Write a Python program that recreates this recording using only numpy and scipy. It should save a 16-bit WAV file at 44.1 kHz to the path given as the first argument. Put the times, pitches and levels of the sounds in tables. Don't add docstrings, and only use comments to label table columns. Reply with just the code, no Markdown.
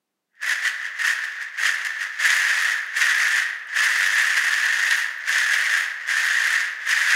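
import sys
import numpy as np
from scipy import signal
from scipy.fft import rfft, irfft
from scipy.io import wavfile
from scipy.ndimage import uniform_filter1d

SR = 44100
rng = np.random.default_rng(int(sys.argv[2]) if len(sys.argv) > 2 else 0)


def int16_out(signal):
    q = np.round(np.clip(np.atleast_2d(signal).T, -1, 1) * 32767)
    wavfile.write(sys.argv[1], SR, q.astype(np.int16))


N = 315315

# (frequency [Hz], relative level [dB])
ROOM_TONE_EQ = [(30, -52), (110, -11), (186, -12), (330, -19), (2300, -29), (15000, -37)]
# (frequency [Hz], t60 [s])
ROOM_DECAY = [(200, 3), (2000, 1.21), (7000, 0.46), (15000, 0.71)]
# (frequency [Hz], gain [dB])
MIC_EQ = [(30, -30), (70, -16), (120, -19), (190, -4.5), (300, 0)]
# (frequency [Hz], relative level [dB])
THUD_EQ = [(60, -30), (120, -38), (200, -26.5), (380, -25), (600, -8.5), (800, -10.5), (1000, -3),
           (1350, 8.5), (2000, 9), (2900, 3.5), (4000, -11), (8000, -19.5)]
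# (frequency [Hz], relative level [dB])
CLACK_EQ = [(300, -35.5), (1200, -4), (2500, 6), (3300, 4), (4000, -2), (5100, 0), (5700, -3), (6600, 0.5),
            (8000, -9.5), (10000, -9.5), (12500, -18), (16000, -29)]
# (time [s], peak level [dB], pitch [Hz])
SLIP_CUES = [(2.8639, -42, 11000), (3.6074, -57, 8800), (3.6721, -42, 9480), (5.1826, -42, 13000)]
# (time [s], relative level [dB], pitch of the knock's brief ping [Hz])
KNOCK_CUES = [(0.2995, -78.5, 2800), (0.3536, -53, 2800), (0.4214, -23.5, 2710), (0.5255, -10.5, 2680),
              (0.6752, -13, 2520), (1.0526, -13, 2740), (1.6529, -13, 2720), (1.6664, -8.5, 2820),
              (1.849, -15, 2860), (2.3032, -5, 2900), (2.965, -19.5, 2580), (3.018, -5.5, 2680),
              (3.0949, -9, 6360), (3.3912, -13, 2800), (3.787, -11, 3160), (3.836, -9, 2600),
              (4.0294, -11, 2600), (4.173, -13, 2740), (4.1973, -9.5, 2920), (4.3713, -11.5, 3180),
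              (4.54, -7.5, 3370), (4.7259, -10.5, 3470), (4.9104, -5, 2650), (5.3267, -8, 2660),
              (5.383, -6, 2800), (5.4413, -12, 2570), (5.5348, -12, 2510), (6.1771, -10.5, 2630),
              (6.9121, -8, 2840), (7.1037, -8, 2530)]
# (start [s], end of the swinging [s], starting level [dB])
FLICK_CUES = [(0.428, 0.865, -37), (0.997, 1.43, -35.5), (1.596, 2.078, -34.5)]
# (start [s], stop [s], starting level [dB])
SHAKE_CUES = [(2.21, 2.695, -30), (2.969, 3.379, -30), (3.771, 4.977, -30), (5.284, 5.79, -31),
              (6.093, 6.587, -30), (6.887, 7.15, -30)]
# (time [s], level [dB], time to ebb 10 dB [s])
CLASH_CUES = [(0.508, -27, .04), (0.664, -28.5, .038), (0.854, -39, .05), (1.078, -25.5, 0.0455),
              (1.247, -37, 0.02), (1.427, -40.5, .04), (1.664, -24.3, 0.0414), (1.866, -34.5, .04),
              (2.03, -34.5, .05), (2.262, -24.5, .028), (2.322, -26.5, 0.0464), (2.49, -31, 0.06),
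              (3.03, -26, 0.0342), (3.094, -30, 0.0343), (3.222, -30, 0.04), (3.39, -31, 0.03),
              (3.79, -27, 0.03), (3.84, -27, 0.04), (4.03, -29, 0.03), (4.185, -29.5, 0.04),
              (4.372, -29.5, .02), (4.92, -32.5, .05), (5.338, -28.5, 0.04), (5.39, -32, 0.04),
              (5.539, -26, .018), (5.745, -31, 0.07), (6.916, -27.5, 0.0363), (7.125, -26, 0.05)]

ATTACK_DB_PER_S, SETTLE_DB_PER_S = 560, 108


def gain_of(db):
    return 10 ** (np.asarray(db) / 20)


def unit_rms(x):
    return x / np.sqrt(np.mean(x ** 2) + 1e-20)


def steadied(x, window=2200):
    power = uniform_filter1d(uniform_filter1d(x ** 2, window), window)
    return x / np.sqrt(abs(power) + 1e-12)


def curve_at(points, hz):
    point_hz, value = np.transpose(points)
    return np.interp(np.log(hz + 1), np.log(point_hz), value)


def add(mix, at_s, sound):
    part = mix[round(at_s * SR):][:len(sound)]
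    part += sound[:len(part)]


def equalise(x, points, size=4096):
    log_gain = np.log(gain_of(curve_at(points, abs(np.fft.fftfreq(size, 1 / SR)))))
    response = np.exp(np.conj(signal.hilbert(log_gain)))
    taps = np.fft.ifft(response).real[:size // 2]
    return signal.oaconvolve(x, taps)[:len(x)]


def room_tone(level_db=-79):
    return gain_of(level_db) * unit_rms(equalise(rng.standard_normal(N), ROOM_TONE_EQ))


def room_path(x, early_db=-11, tail_db=-8, reflections=8):
    early = np.zeros(SR // 2)
    polarity = rng.choice([-1, 1], reflections)
    early[rng.integers(SR // 500, SR // 60, reflections)] = polarity / np.sqrt(reflections)
    hz, t, noise = signal.stft(rng.standard_normal(SR // 2), SR, nperseg=256)
    decay = gain_of(-60 * t / curve_at(ROOM_DECAY, hz)[:, None])
    tail = signal.istft(noise * decay, SR)[1]
    tail = np.pad(tail, (SR // 200, 0))[:len(early)]
    impulse = gain_of(early_db) * early + gain_of(tail_db) * tail / np.linalg.norm(tail)
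    return signal.fftconvolve(x, impulse)[:N]


def reverb(x, paths=8, turns_per_s=11):
    turn = turns_per_s * np.arange(N) / SR
    out = np.zeros(N)
    for k in range(paths):
        away = abs((turn - k / paths) % 1 - .5) * paths
        send = np.cos(np.pi / 2 * np.minimum(away, 1))
        out += room_path(x * send)
    return out


def cavity_ring(hz, t60=0.022, rise_s=0.00086):
    t = np.arange(2048) / SR
    return np.sin(2 * np.pi * hz * t) * (1 - np.exp(-t / rise_s)) * gain_of(-60 * t / t60)


def shell_burst(t60):
    t = np.arange(1024) / SR
    return rng.standard_normal(len(t)) * gain_of(-60 * t / t60)


def rim_tick(hz, t60=0.012, relative_width=0.34):
    return signal.lfilter(*signal.iirpeak(hz, 1 / relative_width, SR), shell_burst(t60))


def slips():
    out = np.zeros(N)
    for at_s, db, hz in SLIP_CUES:
        tick = rim_tick(hz)
        add(out, at_s, gain_of(db) * tick / abs(tick).max())
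    return out


def scattered_ticks(per_s=70, size_db=2.5, low_hz=5000, high_hz=11000):
    chance, size = rng.random(N), np.minimum(rng.exponential(1, N), 2.5)
    pitch = rng.uniform(low_hz, high_hz, N)
    out = np.zeros(N)
    for i in np.flatnonzero(chance < per_s / SR):
        add(out, i / SR, gain_of(size_db * size[i]) * unit_rms(rim_tick(pitch[i])))
    return unit_rms(out)


def knocks(trim_db=-6, crack_t60=0.018, ping_t60=.015, ping_gain=.2, ring_gain=0.99, cavity_hz=1790,
           bounce_s=0.0066, bounce_db=-6):
    out = np.zeros(N)
    variations = rng.uniform(-1.1, 1, (len(KNOCK_CUES), 3))
    for (start, db, ping_hz), (lag, *detunes) in zip(KNOCK_CUES, variations):
        for bounce, detune in enumerate(detunes):
            crack = equalise(shell_burst(crack_t60), CLACK_EQ)
            t = np.arange(len(crack)) / SR
            ping = np.sin(2 * np.pi * ping_hz * t) * gain_of(-60 * t / ping_t60)
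            at_s = start + bounce * bounce_s * (1 + .5 * lag)
            blow = gain_of(db + trim_db + bounce * bounce_db)
            add(out, at_s, blow * (crack / abs(crack).max() + ping_gain * ping))
            add(out, at_s, blow * ring_gain * cavity_ring(cavity_hz * (1 + 0.052 * detune)))
    return out


def clash(t, peak_s, db, ebb_s):
    return db - 10 * abs(t - peak_s) / ebb_s


def tumble(t, start, stop, db, fall_db_per_s=0):
    before, after = np.maximum(start - t, 0), np.maximum(t - stop, 0)
    held = np.clip(t - start, 0, stop - start)
    return db - ATTACK_DB_PER_S * before - fall_db_per_s * held - SETTLE_DB_PER_S * after


def agitation(t, grip_s=0.368, grip_db=-74, lift_s=0.08, lift_db=-47, surge_db=0.6, surge_s=0.02):
    moves = [tumble(t, *cue, fall_db_per_s=31) for cue in FLICK_CUES]
    moves += [clash(t, *cue) for cue in CLASH_CUES]
    for start, stop, db in SHAKE_CUES:
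        moves.append(tumble(t, start - lift_s, start, lift_db))
        moves.append(tumble(t, start, stop, db, fall_db_per_s=0.73))
    first_flick = FLICK_CUES[0][0]
    shaken = 10 * np.log10(np.sum(gain_of(moves) ** 2, 0) + 1e-14)
    shaken -= ATTACK_DB_PER_S * np.maximum(first_flick - t, 0)
    grip = tumble(t, grip_s, first_flick, grip_db)
    surges = np.interp(t / surge_s, np.arange(len(t)), rng.standard_normal(len(t)))
    return np.maximum(shaken, grip) + surge_db * surges


def collisions(per_s=1500, pods=64, cavity_hz=1805, spread=.074, size_db=3.5, edge_db=1.0):
    chance, pod = rng.random(N), rng.integers(0, pods, N)
    size, edge = np.clip(rng.standard_normal((2, N)), -2, 2)
    blows = rng.choice([-1, 1], N) * gain_of(size_db * size)
    rank = (np.arange(pods) + .5) / pods
    pitches = cavity_hz * np.exp(spread * np.log(rank / (1 - rank)) / 2)
    cavities = [cavity_ring(hz) for hz in pitches]
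    spots = [shell_burst(t60=0.024) for _ in range(pods * 10)]
    spot = rng.integers(0, len(spots), N)
    rings, clacks = np.zeros((2, N))
    for i in np.flatnonzero(chance < per_s / SR):
        add(rings, i / SR, blows[i] * cavities[pod[i]])
        add(clacks, i / SR, blows[i] * gain_of(edge_db * edge[i]) * spots[spot[i]])
    return rings, clacks


def rattle(ring_db=-1.66, thud_db=-14.5, clack_db=-0.21, tick_db=-15,
           bright_from_db=-36, soft_hz=7400, dulling_db_per_db=1.2):
    t = np.arange(N) / SR
    control_t = t[::64]
    drive_db = np.interp(t, control_t, agitation(control_t))
    body_db = -20.8 + 0.78 * (drive_db + 30)
    rings, clacks = collisions()
    thuds = equalise(clacks, THUD_EQ)
    body = gain_of(ring_db) * steadied(rings) + gain_of(thud_db) * steadied(thuds)
    hard = steadied(equalise(clacks, CLACK_EQ)) + gain_of(tick_db) * scattered_ticks()
    lowpass = 1 / (1 + (np.fft.rfftfreq(N, 1 / SR) / soft_hz) ** 6)
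    soft = irfft(rfft(hard) * lowpass, N)
    brightness = gain_of(-dulling_db_per_db * np.maximum(bright_from_db - drive_db, 0))
    clatter = soft + brightness * (hard - soft)
    return gain_of(body_db) * body + gain_of(drive_db + clack_db) * clatter


def scene():
    pods = rattle() + knocks() + slips()
    return (pods + reverb(pods) + room_tone())[None]


def record(dry):
    thin = equalise(dry[0], MIC_EQ)
    high_cut = signal.firwin(1023, cutoff=15820, window=("kaiser", 9), fs=SR)
    return signal.oaconvolve(thin, high_cut, "same")[None]


dry = scene()
out = record(dry)
int16_out(out)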